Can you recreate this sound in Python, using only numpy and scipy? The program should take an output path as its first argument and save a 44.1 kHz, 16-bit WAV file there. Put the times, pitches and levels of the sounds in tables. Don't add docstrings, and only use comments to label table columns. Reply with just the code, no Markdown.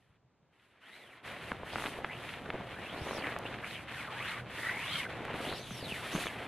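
import sys
import numpy as np
from scipy import signal
from scipy.fft import rfft, irfft
from scipy.io import wavfile
from scipy.ndimage import uniform_filter1d

SR = 44100
rng = np.random.default_rng(int(sys.argv[2]) if len(sys.argv) > 2 else 0)


def put_to_file(sound):
    columns = np.atleast_2d(sound).T
    safe = np.clip(columns, -1, 1)
    whole_steps = np.round(safe * 32767)
    wavfile.write(sys.argv[1], SR, whole_steps.astype(np.int16))


N = 285327

# (frequency [Hz], relative level [dB])
LAWN_COLOUR = [(30, -12), (120, -3), (300, -2.5), (900, -8), (2500, -18.5), (7000, -28.5), (14000, -50)]
BOOM_COLOUR = [(20, -38), (40, -12.5), (70, -6), (100, -2.5), (180, -4.5), (260, -11.5), (450, -36)]
CRUMPLE_COLOUR = [(120, -11), (220, -0.5), (400, 0), (700, 0.5), (1000, -6), (1500, -9), (3000, -20)]
SWISH_COLOUR = [(450, -29), (900, -2), (1300, -1), (1900, 1.5), (2500, -0.5), (3300, -4.5), (4100, -10.5),
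                (5000, -18.5), (7000, -26.5)]
HISS_COLOUR = [(3000, 5.5), (4500, 1), (5800, -3.5), (7300, -6.5), (9000, -3), (11000, -2.5), (12200, -6),
               (13500, -13), (15000, -47)]
# (frequency [Hz], likeness [-1 to 1])
EAR_LIKENESS = [(60, 1), (300, 0.8), (1200, 0.92), (2500, 0.98), (3600, 0.32), (5000, -0.7), (8000, -0.24),
                (13000, -0.6)]
# (time [s], width [dB])
RUB_WIDTH = [(1.5, -7), (3.0, -5), (5.0, -4), (5.5, -8.5), (6.4, -10.5)]
# (time [s], relative boom level [dB], steady crumpling level [dB])
BODY_WEIGHT = [(0, -72, -106), (.45, -76.5, -81), (.8, -81, -71.5), (.97, -72, -61.5), (1.23, -73, -62),
               (1.245, -55, -50.5), (1.5, -53, -49), (1.58, -50, -50.5), (1.7, -53, -49.5),
               (3.75, -50.5, -49), (3.9, -53.5, -52), (4.3, -51, -50.5), (4.44, -49, -51.5),
               (4.62, -53, -47), (4.95, -49, -51.5), (5.1, -50, -46.5), (5.55, -49, -46.5),
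               (5.68, -49.5, -50.5), (5.85, -50, -48.5), (6.47, -51, -46.5)]
# (start [s], fastest moment [s], end [s], relative swish level [dB], relative hiss level [dB])
LIMB_STROKES = [(0, 0.006, .16, -72, -86.5), (0.53, .673, .8, -69, -83.5), (0.818, 0.95, 1.18, -55.5, -69),
                (1.243, 1.265, 1.36, -46.5, -61), (1.33, 1.48, 1.54, -49, -63.5),
                (1.656, 1.828, 1.985, -46.5, -56), (2.066, 2.276, 2.41, -48.5, -62.5),
                (2.703, 2.862, 2.91, -47.5, -67), (2.883, 3.087, 3.36, -47, -59),
                (3.157, 3.31, 3.34, -43, -62.5), (3.434, 3.446, 3.6, -49, -69),
                (3.62, 3.7, 3.825, -51, -58.5), (3.889, 3.98, 4.105, -42, -60.5),
                (4.113, 4.285, 4.4, -39, -57.5), (4.494, 4.542, 4.6, -47.5, -62),
                (4.553, 4.627, 4.765, -41.5, -55.5), (4.666, 5.004, 5.055, -38.5, -53),
                (5.073, 5.111, 5.14, -47.5, -69), (5.342, 5.452, 5.6, -43.5, -53),
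                (5.56, 5.786, 5.85, -70, -55.5), (5.772, 5.94, 6.14, -46.5, -54),
                (6.029, 6.22, 6.31, -43.5, -49), (6.273, 6.33, 6.5, -48, -62)]
# (time [s], relative level [dB], pitch [Hz])
LIMB_PUSHES = [(0.101, -60, 107), (0.245, -59, 135), (0.426, -61, 155), (1.515, -32, 233),
               (1.811, -39, 293), (2.491, -36, 185), (2.601, -35, 202), (3.015, -38, 79), (5.342, -31, 294),
               (5.472, -33.5, 244), (5.711, -33.5, 195), (5.827, -39, 270), (5.92, -35.5, 200),
               (6.137, -29.5, 294), (6.149, -23.5, 190), (6.156, -36, 202), (6.256, -35, 310)]
# (trailing finger's share of the speed [0-1], its relative level [dB],
# rasp or spread of speeds [0-1], course as a list of (time [s], pitch [Hz], relative level [dB]))
WEAVE_SLIDES = [ (.55, -2.5, .045, [(.83, 2800, -63), (.9, 3464, -59.5), (.98, 4360, -58),
                (1.06, 3240, -60), (1.11, 2805, -60), (1.145, 1700, -55), (1.19, 920, -56)]),
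                (.55, 1, 0.13, [(1.46, 3330, -58), (1.5, 2147, -49), (1.53, 1390, -47)]),
                (0.82, 0.5, 0.45, [(1.665, 1573, -45), (1.69, 2400, -47.5), (1.75, 4550, -48)]),
                (.66, -3, .05, [(1.76, 7500, -55), (1.86, 12000, -50), (1.92, 9000, -58)]),
                (0.45, 3, 0.16, [(2.07, 1400, -50), (2.13, 2520, -47), (2.22, 3780, -65)]),
                (0.35, -6, .05, [(2.72, 1244, -46.5), (2.82, 2074, -51), (2.91, 3390, -50)]),
                (.62, -6, .1, [(2.94, 3650, -52.5), (3.08, 6380, -52), (3.16, 5300, -43.5),
                (3.21, 4300, -56)]), (.7, -10, 0.32, [(3.22, 2400, -47), (3.34, 1497, -44.5)]),
                (0.52, -2, 0.22, [(3.45, 2100, -54), (3.46, 2510, -36), (3.475, 3360, -47)]),
                (0.62, -3.5, .24, [(3.63, 1605, -45), (3.645, 2000, -42.5), (3.7, 3697, -48),
                (3.81, 2095, -48.5)]), (0.54, -5, .06, [(3.93, 4200, -59), (3.965, 3263, -45),
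                (4.03, 1850, -46), (4.1, 1131, -39), (4.15, 1490, -47), (4.21, 2180, -40),
                (4.25, 2900, -46), (4.297, 4180, -44.5), (4.335, 2960, -53)]),
                (0.87, -10, .04, [(3.95, 1800, -48), (4.0, 1380, -41), (4.05, 880, -44), (4.14, 829, -36),
                (4.2, 1080, -39.5), (4.26, 1643, -37), (4.3, 2130, -45.5), (4.355, 2340, -48),
                (4.4, 1502, -42)]), (0.93, -5, 0.0397, [(4.29, 1800, -44), (4.35, 1150, -38),
                (4.39, 1197, -50)]), (.8, -6.5, .075, [(4.59, 1906, -45.5), (4.69, 1953, -39.5),
                (4.74, 2100, -47), (4.79, 2247, -45), (4.87, 3300, -43.5), (4.95, 4460, -39),
                (5.0, 3550, -41), (5.035, 2850, -46.5), (5.055, 1508, -40)]),
                (.71, 0, .03, [(4.82, 2550, -46), (4.89, 2951, -48), (4.94, 3316, -42.5), (5.0, 3033, -45),
                (5.05, 2050, -44.5)]), (.7, 0.5, .04, [(4.63, 1198, -41.5), (4.67, 1402, -45),
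                (4.74, 849, -40), (4.86, 1058, -41.5), (4.95, 1439, -43.5), (5.02, 1000, -37)]),
                (0.84, -22, 0.16, [(5.35, 1200, -57), (5.42, 2220, -55), (5.49, 3680, -35.5),
                (5.59, 4400, -47.5), (5.7, 3130, -55.5), (5.8, 3700, -54)]),
                (.6, -12, .035, [(5.54, 4940, -49), (5.61, 6080, -47.5), (5.68, 6640, -52),
                (5.77, 5380, -43), (5.83, 4490, -44), (5.9, 3175, -42.5), (5.96, 2013, -47),
                (6.0, 1360, -43), (6.04, 952, -36)]), (.6, -11, .18, [(6.05, 1054, -39.5),
                (6.09, 2900, -43), (6.13, 5020, -66), (6.24, 4580, -45), (6.31, 1930, -50)]),
                (0.62, -17, 0.056, [(6.12, 5700, -50), (6.145, 6440, -38), (6.19, 6500, -48),
                (6.225, 6960, -45), (6.27, 6500, -45)])]
# (pitch [Hz], gain [dB])
ZIP_RESPONSE = [(600, -19.5), (1100, -10.5), (2000, 1), (3200, -1.5), (4400, -5), (6500, -7)]
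# (time [s], relative level [dB], pitch [Hz])
CREASE_SNAPS = [(1.518, -18.5, 1410), (1.598, -38, 1000), (1.633, -28, 810), (1.734, -31, 900),
                (1.758, -18.5, 1330), (1.784, -23.5, 1400), (1.7975, -26, 1800), (1.8065, -30, 1090),
                (1.822, -26, 1200), (1.840, -25, 1650), (1.848, -30, 2300), (1.860, -19.5, 2580),
                (1.868, -21.5, 2330), (1.988, -29, 650), (2.046, -17, 1630), (2.503, -19, 2050),
                (2.543, -27.5, 640), (2.61, -30.5, 800), (2.962, -31, 830), (3.110, -22.5, 1140),
                (3.176, -38, 600), (3.270, -20.5, 2080), (3.322, -27, 1720), (3.364, -22, 1270),
                (3.587, -31.5, 1900), (5.252, -26, 1810), (5.283, -27.5, 1400), (5.341, -26.5, 1500),
                (5.708, -32, 1180), (5.827, -30, 494), (5.921, -31, 595), (6.160, -23, 1500),
                (6.239, -26, 1900), (6.2575, -25, 1300), (6.2689, -19, 2160)]
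# (start [s], end [s], level [dB])
BODY_HEAVES = [(1.728, 1.85, -46.5), (1.96, 2.052, -46.5), (2.463, 2.636, -48.5), (2.96, 3.32, -46),
               (3.365, 3.55, -48), (5.088, 5.535, -48.5), (6.123, 6.265, -49), (6.408, 6.476, -55)]
# (start [s], end [s], relative level [dB], middle pitch [Hz])
SHELL_CREAKS = [(1.762, 1.772, -30, 1100), (1.855, 1.886, -31, 1720), (2.938, 2.995, -33.5, 1040),
                (3.068, 3.214, -33.5, 1150), (3.249, 3.337, -33.5, 1310), (3.438, 3.469, -33, 630),
                (5.268, 5.368, -40.5, 764), (5.404, 5.479, -33.5, 860), (6.152, 6.166, -27, 1600),
                (6.206, 6.27, -36.5, 1120)]
# (time [s], relative level [dB])
CLOTH_TICKS = [(3.3877, -46.5), (5.252, -55)]


def from_db(db):
    return 10 ** (np.asarray(db) / 20)


def rms_one(x):
    return x / np.sqrt(np.mean(x ** 2) + 1e-20)


def in_time(rows):
    times, *columns = np.transpose(rows)
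    return [np.interp(np.arange(N) / SR, times, column) for column in columns]


def at_hz(points, hz):
    known_hz, values = np.transpose(points)
    return np.interp(np.log(hz + 1), np.log(known_hz), values)


def drift(rate, size=N):
    hz = np.arange(size // 2 + 1) * SR / size
    return rms_one(irfft(rfft(rng.standard_normal(size)) / (1 + (hz / rate) ** 2), size))


def coloured(x, colour):
    hz = np.arange(N // 2 + 1) * SR / N
    fade = np.minimum(hz / colour[0][0], 1) / np.maximum(hz / colour[-1][0], 1) ** 2
    return rms_one(irfft(rfft(x) * from_db(at_hz(colour, hz)) * fade, N))


def stereo(mid, side):
    alike = np.clip(at_hz(EAR_LIKENESS, np.arange(N // 2 + 1) * SR / N), -1, 1)
    mid, side = irfft(rfft([mid, side]) * np.sqrt([(1 + alike) / 2, (1 - alike) / 2]), N)
    return np.array([mid + side, mid - side])


def widen(x, width_db):
    mid = x.mean(axis=0)
    return mid + (x - mid) * from_db(width_db)


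def soften(x, top_hz):
    return signal.sosfilt(signal.butter(4, top_hz, fs=SR, output="sos"), x)


def friction(colour, per_s, spread_db, smooth_db, flutter_db):
    sizes = from_db(spread_db * np.minimum(rng.exponential(1, N), 4))
    slips = rms_one(sizes * (rng.random(N) < per_s / SR)) * rng.choice([-1, 1], (2, N))
    rush = from_db(smooth_db) * rng.standard_normal((2, N))
    force = (slips + rush) * from_db(flutter_db * drift(19))
    return stereo(*coloured(force, colour))


def ring(t, hz, cycles):
    turns = np.maximum(t, 0) * hz
    return np.sin(2 * np.pi * turns) * from_db(-60 * turns / cycles)


def add(track, s, sound):
    start = max(round(s * SR), 0)
    track[..., start:start + sound.shape[-1]] += sound[..., :N - start]


def held(t, start, end, rise_s, fall_s):
    return np.interp(t, [start - rise_s, start, end, end + fall_s], [0, 1, 1, 0])


def contact(start, end, grip_s=.018, lift_s=.03):
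    t = np.arange(max(start - grip_s, 0), end + lift_s, 1 / SR)
    return t, held(t, start, end, grip_s, lift_s)


def pace(t, start, fastest, end, rounding=0.17):
    away = np.hypot(np.interp(t, [start, fastest, end], [1, 0, 1]), rounding)
    rest = np.hypot(1, rounding)
    return np.clip((rest - away) / (rest - rounding), 0, 1)


def lawn_air():
    return from_db(-75) * stereo(*coloured(rng.standard_normal((2, N)), LAWN_COLOUR))


def air_boom(boom_db, heave, wave_hz=122.1, width_hz=5.6, wave_db=-4.5):
    rumble = friction(BOOM_COLOUR, per_s=110, spread_db=1, smooth_db=3.5, flutter_db=.5)
    hum = signal.lfilter(*signal.iirpeak(wave_hz, wave_hz / width_hz, fs=SR), rng.standard_normal(N))
    gain = np.hypot(from_db(boom_db - 1.05), from_db(-20) * heave)
    return gain * rms_one(rumble + from_db(wave_db) * rms_one(hum))


def crumpling(steady_db, heave):
    gain = np.hypot(from_db(steady_db), heave)
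    return gain * friction(CRUMPLE_COLOUR, per_s=350, spread_db=2, smooth_db=2.5, flutter_db=1)


def swishing(steady_db, zips, swish_sag_db=4.5, hiss_sag_db=10):
    power = from_db([steady_db - 2, steady_db - 24.5]) ** 2
    for start, fastest, end, swish_db, hiss_db in LIMB_STROKES:
        t, touch = contact(start, end)
        slow = 1 - pace(t, start, fastest, end)
        gains = touch * from_db([swish_db - swish_sag_db * slow, hiss_db - hiss_sag_db * slow])
        add(power, t[0], gains ** 2)
    swish_gain, hiss_gain = np.sqrt(power)
    zip_share = uniform_filter1d(zips[0] ** 2, SR // 25) / swish_gain ** 2
    swish_gain *= from_db(-0.5) * np.sqrt(np.clip(1 - zip_share, .25, 1))
    swish = friction(SWISH_COLOUR, per_s=600, spread_db=4, smooth_db=4, flutter_db=2)
    hiss = friction(HISS_COLOUR, per_s=5000, spread_db=3, smooth_db=7, flutter_db=1.37)
    return swish_gain * swish + hiss_gain * hiss * from_db([[9.4], [8.6]])


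def pushes(gain_db=6.5, cycles=7.3, rise_s=0.0027):
    out, t = np.zeros(N), np.arange(SR // 4) / SR
    for s, db, hz in LIMB_PUSHES:
        add(out, s, from_db(db + gain_db) * ring(t, hz, cycles) * (1 - np.exp(-t / rise_s)))
    return out


def blurred_tone(hz, blur, size=4096):
    draws = rng.standard_normal((2, size)) + 1j * rng.standard_normal((2, size))
    wander = np.array([np.interp(2 * blur, np.arange(size), row) for row in draws])
    return np.real(wander * np.exp(2j * np.pi * np.cumsum(hz) / SR))


def zipping(gain_db=-0.5, width_hz=35, fuzz_db=-5.5, fuzz_hz=420, stray=.03, judder=0.01215,
            grip_db=2.5, skip_db=3, inertia_s=0.016):
    out = np.zeros((2, N))
    for trailing, trailing_db, rasp, course in WEAVE_SLIDES:
        times, pitch_hz, course_db = np.transpose(course)
        t, touch = contact(times[0], times[-1])
        glide_hz = np.exp(np.interp(t, times, np.log(pitch_hz)))
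        lead_hz = uniform_filter1d(glide_hz, int(inertia_s * SR) + 1, mode="nearest")
        lead_hz *= 1 + judder * drift(38.5, len(t))
        pressure_db = gain_db + np.interp(t, times, course_db) + skip_db * drift(170, len(t))
        behind = trailing * (1 + stray * drift(5.32, len(t)))
        for finger, finger_db in enumerate([0, trailing_db, trailing_db - 6]):
            hz = lead_hz * behind ** finger
            blur = np.cumsum(width_hz + rasp * hz) / SR
            tone = blurred_tone(hz, blur)
            fuzz = from_db(fuzz_db) * blurred_tone(hz, blur + fuzz_hz * (t - t[0]))
            db = pressure_db + finger_db + at_hz(ZIP_RESPONSE, hz) + grip_db * drift(7.7, len(t))
            add(out, t[0], (tone + fuzz) * touch * from_db(db))
    return stereo(*out)


def snaps(gain_db=6.5, cycles=3.1, shell_db=-10, echo_db=-7):
    out, t = np.zeros(N), np.arange(SR // 20) / SR
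    for s, db, hz in CREASE_SNAPS:
        echo_s = 0.001022 * rng.uniform(1, 2.54)
        shell_hz = 430 * np.sqrt(rng.uniform(1, 2.54))
        flip = ring(t, hz, cycles) + from_db(echo_db) * ring(t - echo_s, hz, cycles)
        shell = from_db(shell_db) * ring(t, shell_hz, cycles=1.4)
        add(out, s, from_db(db + gain_db) * (flip - shell))
    return soften(out, top_hz=3600)


def crackles(heave, gain_db=9.5, per_s=90, clump_db=4.5, low_hz=350, high_hz=2400):
    strain = heave * from_db(clump_db * np.clip(drift(13), -2, 2))
    out, t = np.zeros(N), np.arange(SR // 50) / SR
    for when, size, pitch in rng.random((int(per_s * N / SR), 3)):
        db = gain_db + min(-np.log(1 - size), 2)
        hz = low_hz * (high_hz / low_hz) ** pitch
        add(out, when * (N - 1) / SR, strain[int(when * N)] * from_db(db) * ring(t, hz, cycles=7))
    return soften(out, top_hz=3800)


def creaks(gain_db=5, slips_per_s=80, uneven=.6, spread_db=3.5, stray_octaves=0.78, shell_hz=380):
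    out, t = np.zeros(N), np.arange(SR // 30) / SR
    for s, end, db, hz in SHELL_CREAKS:
        for gap, size, fold_shift, knock_shift in rng.uniform(-1, 1, (40, 4)):
            if s > end:
                break
            fold = ring(t, hz * 2 ** (stray_octaves * fold_shift), cycles=5.5)
            knock = from_db(-5) * ring(t, shell_hz * 2 ** (stray_octaves * knock_shift), cycles=4.8)
            add(out, s, from_db(db + gain_db + spread_db * size) * (fold - knock))
            s += (1 + uneven * gap) / slips_per_s
    return soften(out, top_hz=3800)


def ticks(gain_db=11.5, fade_s=0.0061):
    out, t = np.zeros(N), np.arange(SR // 20) / SR
    for s, db in CLOTH_TICKS:
        add(out, s, from_db(db + gain_db - 60 * t / fade_s) * rng.standard_normal(len(t)))
    return signal.sosfilt(signal.butter(2, [3200, 12500], "band", fs=SR, output="sos"), out)


def scene():
    t = np.arange(N) / SR
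    boom_db, steady_db = in_time(BODY_WEIGHT)
    heave = sum(from_db(db) * held(t, start, end, rise_s=0.027, fall_s=0.033)
                for start, end, db in BODY_HEAVES)
    boom = air_boom(boom_db, heave)
    crumple = crumpling(steady_db, heave)
    zips = zipping()
    rubbing = widen(crumple + swishing(steady_db, zips) + zips, *in_time(RUB_WIDTH))
    return lawn_air() + boom + rubbing + pushes() + crackles(heave) + creaks() + snaps() + ticks()


def record(dry):
    return signal.sosfilt(signal.ellip(10, .1, 80, 15100, fs=SR, output="sos"), dry)


dry = scene()
out = record(dry)
put_to_file(out)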